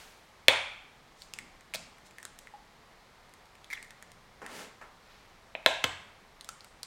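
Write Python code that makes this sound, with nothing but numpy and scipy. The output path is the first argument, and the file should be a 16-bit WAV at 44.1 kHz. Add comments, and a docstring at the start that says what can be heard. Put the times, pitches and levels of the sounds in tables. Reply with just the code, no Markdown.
"""A sharp knock rings out over a faint hiss: gloved hands crack an egg on a mixing bowl in a kitchen.
Thumbs open the shell in small snaps and crunches, the egg plops in, and the shell is put aside.
A second egg takes a light tap and a knock, the bowl rocks back on the counter, and the egg splits.
Each knock makes the egg, bowl and counter ring; breaking and rubbing are showers of tiny clicks.
The hard walls echo after every blow."""
import sys
import numpy as np
from scipy import signal
from scipy.fft import rfft, irfft
from scipy.io import wavfile

SR = 44100
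rng = np.random.default_rng(int(sys.argv[2]) if len(sys.argv) > 2 else 0)


def inscribe(sig):
    """Save sig as 16-bit PCM at rate SR to the path in sys.argv[1].

    A 1-D sig is mono; a 2-D sig holds one channel per row.
    Samples are clipped to [-1, 1] before scaling.
    """
    pcm = np.round(np.clip(np.atleast_2d(sig).T, -1, 1) * 32767)
    wavfile.write(sys.argv[1], SR, pcm.astype(np.int16))


N = 302832
TIME = np.arange(N) / SR
BLOW_SAMPLES, BREAK_SAMPLES = SR // 2, SR // 25   # room for one blow, and for one small break
AGE = np.arange(BLOW_SAMPLES) / SR   # seconds since a sound began

# The tone of the background hiss: pitch_hz, relative_level_db
HISS_TONE = [(12, -35.5), (20, 5), (70, -11.5), (222, -13.5), (293, -18), (485, -15), (642, -15.5),
             (759, -13.5), (1220, -15.5), (1440, -18.5), (1910, -18.5), (2140, -18.5), (2600, -23.5),
             (4060, -24.5), (16000, -44)]
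# The kitchen's echo, from bass to treble: pitch_hz, time_to_fade_60_db_s, level_db
ECHO_BANDS = [(60, .7, -2.5), (200, 0.22, -9), (500, 0.43, -8.5), (1040, 0.61, -4), (2300, 0.69, -8),
              (4000, 0.57, -10), (7500, 0.51, -5.5), (10730, 0.38, -16), (16000, 0.25, -16.5)]
# Gloves, sleeves and shell brushing and landing: start_s, rise_s, fall_s, level_db, low_hz, high_hz
RUBS = [(1.148, 0.075, 0.05, -58, 3000, 8100), (1.33, 0.09, 0.081, -57, 89.5, 350),
        (1.731, .03, 0.22, -59, 70, 296), (2.04, 0.029, 0.015, -58, 2500, 8800),
        (4.023, 0.077, 0.25, -65.5, 70.5, 179), (4.417, 0.00084, 0.063, -42.5, 200, 1990),
        (4.811, 0.0047, 0.027, -44, 600, 1930), (4.999, 0.13, 0.19, -61.5, 900, 4950)]
# The tone of the swish as the shell is put aside: pitch_hz, relative_level_db
SWISH_TONE = [(100, -18), (180, -6.5), (470, -6.5), (950, -11), (2000, -10), (5000, -16), (9500, -20.5),
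              (15500, -30)]
# A soft bump, then the egg dropping into the bowl: start_s, pitch_hz, width_hz, level_db
PLOPS = [(1.7470, 635, 70, 9), (2.5375, 824, 22, 11)]
# Shell edges crumbling and grating: start_s, length_s, hollow_hz, hollow_db, crunch_db
CRUNCHES = [(1.742, 0.011, 2620, -7, -6.5), (3.7017, 0.0097, 2070, -4.5, -25),
            (3.709, 0.0079, 2220, -2.5, -23), (3.721, 0.0075, 2080, -6, -24),
            (3.7298, 0.0069, 2060, 4, -13.5), (3.74, 0.018, 3370, -10.5, -28),
            (3.772, 0.0056, 2000, -4, -41)]
# When the thumbs pry at the shell: start_s, end_s
PRYING_TIMES = [(1.601, 2.3), (3.148, 3.9), (6.651, 6.85)]
# Clear snaps of the shell: start_s, level_db, pitch_hz, brightness_db
SNAPS = [(1.2200, -8.5, 4360, -4), (1.3370, -0.5, 2660, 2), (1.3877, 2.5, 2150, -6),
         (1.7381, 5.5, 2330, -6), (1.7575, 1.5, 4400, -0.5), (2.1842, -3.5, 1870, -5.5),
         (2.2002, -15, 1805, -16), (2.229, -7.5, 1770, 1.5), (2.2522, -4.5, 1540, 4),
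         (2.389, -18.5, 4000, 14.5), (2.4720, -5.5, 1960, -16), (3.338, -18.5, 2130, 3.5),
         (3.6443, -12, 3400, -4), (3.8276, -11, 2230, 4), (3.907, -9, 1860, -2.5), (4.0255, -9, 1900, 0.5),
         (4.1178, -21.5, 1980, 8), (4.4635, -1, 1870, -5.5), (6.41, -9, 4200, 2.5),
         (6.4453, -11.5, 3500, 5.5), (6.4899, -0.5, 1350, 3), (6.6072, -12, 4460, -9),
         (6.6451, -14.5, 1380, 6.5), (6.8315, -1, 4480, 3)]
# The notes of the counter under the bowl: pitch_hz, width_hz, level_db
COUNTER_NOTES = [(86.3, 6.7, 2), (128, 40, -3), (300, 80, -5)]
# The notes of the bowl's wall: pitch_hz, width_hz, level_db
BOWL_NOTES = [(457.6, 112.4, -15), (513, 50, -9), (871.5, 67, -23), (1045.6, 57, -10.5), (1380, 120, -14.5),
              (1626, 380, -4)]
# The notes of the egg where it meets the rim: pitch_hz, width_hz, level_db
EGG_NOTES = [(2040, 280, -13), (2660, 320, -5.5), (2836, 240, -16), (3250, 320, -10.5), (3780, 380, -1),
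             (4080, 420, -4.5), (5290, 1000, -19.5), (7100, 1500, -23)]
# Knocks of the egg on the rim, and (last two rows) of the bowl on the counter:
# start_s, level_db, sharpness_hz, hollow_hz, wall_db, shell_hz, clink_hz, clink_db, counter_db
KNOCKS = [(0.4832, 27, 5310, 559.4, -0.5, 2290, 3372, -1, -14),
          (5.5513, 8.5, 2420, 632, -8.5, 2410, 3080, -7.5, -24),
          (5.6616, 26.5, 4860, 630, 4, 1598, 3030, -12.5, -20),
          (5.8402, -0.5, 4260, 600, 0, 1000, 2140, 11.5, 3),
          (5.8426, 11.5, 4620, 610, 11.5, 1630, 3110, 2.5, 3.5)]


def from_db(db):
    """Turn decibels into a number to multiply by."""
    return 10 ** (np.asarray(db) / 20)


def unit_level(x):
    """Scale a sound so its average level (rms) is 1."""
    return x / np.sqrt(np.mean(x ** 2) + 1e-20)


def at_hz(points, hz):
    """Read between the rows of a (pitch, value) table, with octaves evenly spaced."""
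    points = np.array(points)
    return np.interp(np.log(np.maximum(hz, 1)), np.log(points[:, 0]), points[:, 1])


def shape_tone(x, tone):
    """Give a full-length sound the bass and treble of a tone table, at average level 1."""
    gains = from_db(at_hz(tone, np.fft.rfftfreq(N, 1 / SR)))
    return unit_level(irfft(rfft(x) * gains, N))


def keep(x, hz, side, order=2):
    """Keep the "low" or "high" side of hz; a higher order cuts more steeply."""
    sections = signal.butter(order, np.clip(hz, 10, .45 * SR), side, fs=SR, output="sos")
    return signal.sosfilt(sections, x + 1e-18)


def ring(x, hz, width_hz):
    """Make one note ring; the narrower its width, the longer it lasts."""
    fade = np.exp(-np.pi * width_hz / SR)
    feedback = [1, -2 * fade * np.cos(2 * np.pi * hz / SR), fade * fade]
    return signal.lfilter(np.array([1, 0, -1]) * (1 - fade * fade) / 2, feedback, x + 1e-18)


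def ring_all(x, notes):
    """Ring all of an object's notes at once, with neighbours swinging opposite ways."""
    return sum((-1) ** k * from_db(db) * ring(x, hz, width) for k, (hz, width, db) in enumerate(notes))


def add(track, start_s, sound):
    """Mix a sound into a track at the given time."""
    start = round(start_s * SR)
    track[start:start + len(sound)] += sound[:N - start]


def tiny_clicks(outline, per_s, spread_db):
    """Random, uneven clicks that follow a loudness outline; together they have the energy of one."""
    size = len(outline)
    happens = rng.random(size) < per_s / SR
    happens[0] = True
    clicks = happens * outline * rng.choice([-1, 1], size)
    clicks *= from_db(spread_db * rng.standard_normal(size))
    return clicks / np.sqrt(np.sum(clicks ** 2) + 1e-20)


def room_hiss(hiss_db=-57, rush_db=-52, rush_fade_s=0.14):
    """Steady hiss and rumble, with a soft rush of noise that dies away at the start."""
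    hiss = shape_tone(rng.standard_normal(N), HISS_TONE)
    rush = keep(rng.standard_normal(N), 450, "high")
    rush = unit_level(keep(rush, 2900, "low", order=1))
    return from_db(hiss_db) * hiss + from_db(rush_db) * rush * np.exp(-TIME / rush_fade_s)


def kitchen_echo(x, build_up_s=0.0058):
    """Echoes off hard walls blur into a tail that builds quickly and dies sooner in the high treble."""
    age, hz = np.arange(SR) / SR, np.fft.rfftfreq(SR, 1 / SR)
    noise_spectrum = rfft(rng.standard_normal(SR))
    pitches = np.array(ECHO_BANDS)[:, 0]
    tail = np.zeros(SR)
    for pitch_hz, fade_s, db in ECHO_BANDS:
        share = at_hz(np.column_stack([pitches, pitches == pitch_hz]), hz)   # 1 here, 0 at other bands
        band = irfft(noise_spectrum * share, SR)
        outline = from_db(-60 * age / fade_s) * (1 - np.exp(-age / build_up_s))
        tail += from_db(db) * band * outline / np.linalg.norm(outline)
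    return signal.fftconvolve(x, tail)[:N]


def counter_echo(x, level_db=-10, fade_s=0.011, delay_s=.0022):
    """Sound bounces straight back off the counter and the things on it."""
    bounces = rng.standard_normal(BLOW_SAMPLES) * np.exp(-AGE / fade_s)
    bounces = keep(from_db(level_db) * bounces / np.linalg.norm(bounces), 7100, "low", order=1)
    out = np.zeros(N)
    add(out, delay_s, signal.fftconvolve(x, bounces)[:N])
    return out


def rubs(grit_db=-12.5):
    """Rubbing is a stream of small slips that swells and dies away, with finer grit above it."""
    out = np.zeros(N)
    for start_s, rise_s, fall_s, db, low_hz, high_hz in RUBS:
        slips = tiny_clicks(np.ones(BLOW_SAMPLES), per_s=5000, spread_db=4)
        stroke = np.minimum(AGE / rise_s, 1) * np.exp(-np.maximum(AGE - rise_s, 0) / fall_s)
        brush = unit_level(keep(keep(slips, low_hz, "high"), high_hz, "low", order=3))
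        grit = unit_level(keep(keep(slips, high_hz, "high"), 2.6 * high_hz, "low"))
        add(out, start_s, from_db(db) * stroke * (brush + from_db(grit_db) * grit))
    return out


def swish(peak_s=4.585, rise_s=0.11, fall_s=0.097, level_db=-45.5):
    """The shell is put aside in one slide: the faster the hand, the louder and brighter the slips."""
    slips = tiny_clicks(np.ones(N), per_s=8300, spread_db=4.5)
    slide = shape_tone(slips, SWISH_TONE)
    speed = np.exp(-((TIME - peak_s) / np.where(TIME < peak_s, rise_s, fall_s)) ** 2)
    dull = keep(slide, 2500, "low", order=1)
    return from_db(level_db) * speed * (dull + speed * (slide - dull))


def plops():
    """A soft landing rings one low note in the bowl."""
    out, push = np.zeros(N), keep(signal.unit_impulse(BLOW_SAMPLES), 970, "low")
    for start_s, pitch_hz, width_hz, db in PLOPS:
        add(out, start_s, from_db(db) * ring(push, pitch_hz, width_hz))
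    return out


def crunches():
    """Runs of tiny breaks sound through the hollow and the wall of the opening shell."""
    out = np.zeros(N)
    for start_s, length_s, hollow_hz, hollow_db, crunch_db in CRUNCHES:
        outline = np.exp(-np.maximum(AGE[:BREAK_SAMPLES] - length_s, 0) / 0.00064)
        breaks = tiny_clicks(outline, per_s=4400, spread_db=5.5)
        hollow = ring(ring(breaks, hollow_hz, width_hz=450), hollow_hz, width_hz=600)
        hollow *= 0.22 / np.linalg.norm(hollow)
        wall = from_db(3) * ring(breaks, 3500, width_hz=1300)
        grit = keep(keep(breaks, 1060, "high"), 6000, "low", order=1)
        add(out, start_s, from_db(hollow_db) * hollow + from_db(crunch_db) * (grit + wall))
    return out


def prying_ticks(per_s=5, level_db=-20, spread_db=2, pitch_hz=2100, spread_octaves=0.19):
    """The shell ticks faintly at random as the thumbs pry; gives rows like those of SNAPS."""
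    rows = []
    for start_s, end_s in PRYING_TIMES:
        for slot_s in np.arange(start_s, end_s, 1 / per_s):
            size, shift = rng.standard_normal(2)
            tick_s = rng.uniform(slot_s, min(slot_s + 1 / per_s, end_s))
            rows.append((tick_s, level_db + spread_db * size, pitch_hz * 2 ** (spread_octaves * shift), 0))
    return rows


def snaps(breaks, crack_db=-15, chip_db=-13):
    """A crack runs a short way, and the shell half and a small chip ring for an instant."""
    out, click = np.zeros(N), signal.unit_impulse(BREAK_SAMPLES)
    for start_s, db, pitch_hz, brightness_db in breaks:
        crack = tiny_clicks(np.exp(-AGE[:BREAK_SAMPLES] / 0.0018), per_s=13000, spread_db=3)
        crack = keep(keep(crack, 650, "high"), 9400, "low")
        shell = ring(keep(click, 2 * pitch_hz, "low"), pitch_hz, width_hz=pitch_hz / 7)
        chip_hz = 8260 * 2 ** (0.16 * rng.uniform(-1.1, 1))   # chips differ a little in size
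        chip = ring(click, chip_hz, width_hz=chip_hz / 6)
        bright = from_db(chip_db) * chip + from_db(crack_db) * crack
        add(out, start_s, from_db(db) * (shell + from_db(brightness_db) * bright))
    return out


def knocks(spot_db):
    """Egg hits rim, or bowl hits counter: a brief crunch, then all three ring, with a clink at the spot."""
    out, click = np.zeros(N), signal.unit_impulse(BLOW_SAMPLES)
    for start_s, db, sharpness_hz, hollow_hz, wall_db, shell_hz, clink_hz, clink_db, counter_db in KNOCKS:
        force = keep(click, sharpness_hz, "low", order=3)
        shell = from_db(1) * ring(force, shell_hz, width_hz=280)
        clink = from_db(clink_db) * ring(force, clink_hz, width_hz=380)
        egg = ring_all(force, EGG_NOTES) + from_db(spot_db) * (shell - clink)
        hollow = from_db(1.5) * ring(force, hollow_hz, width_hz=105)
        bowl = hollow + from_db(wall_db) * ring_all(force, BOWL_NOTES)
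        counter = from_db(counter_db) * ring_all(force, COUNTER_NOTES)
        add(out, start_s, from_db(db) * (egg + bowl + counter))
        crunch = tiny_clicks(np.exp(-AGE[:BREAK_SAMPLES] / .001), per_s=24000, spread_db=4)
        crunch = keep(keep(crunch, 700, "high"), 3300, "low", order=1)
        # Sharper hits crunch more; on an egg, this is the shell caving in.
        crunch_db = 6 + 52.5 * np.log2(sharpness_hz / 4732)
        add(out, start_s - .0004, from_db(crunch_db) * crunch)
    return out


def egg_cracking(breaks, spot_db):
    """All that hands, eggs and bowl send one way; spot_db sets how much the struck spot rings that way."""
    return knocks(spot_db) + snaps(breaks) + crunches() + plops() + rubs() + swish()


def scene(directions=2):
    """The direct sound, echoes and hiss; each path to the walls has its own crackle and less clink."""
    breaks = SNAPS + prying_ticks()
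    direct = egg_cracking(breaks, spot_db=2.5)
    walls = sum(kitchen_echo(egg_cracking(breaks, spot_db=2.0)) for _ in range(directions))
    return (direct + counter_echo(direct) + walls / np.sqrt(directions) + room_hiss())[None]


def record(dry, bass_hz=48, top_hz=16200):
    """The microphone loses the deepest bass, rounds off the hardest knocks and cuts the highest treble."""
    heard = keep(dry, bass_hz, "high", order=1)
    rounded = 1.1 * np.tanh(heard / 1.1)
    return signal.sosfilt(signal.ellip(10, .2, 80, top_hz, fs=SR, output="sos"), rounded)


dry = scene()
out = record(dry)
inscribe(out)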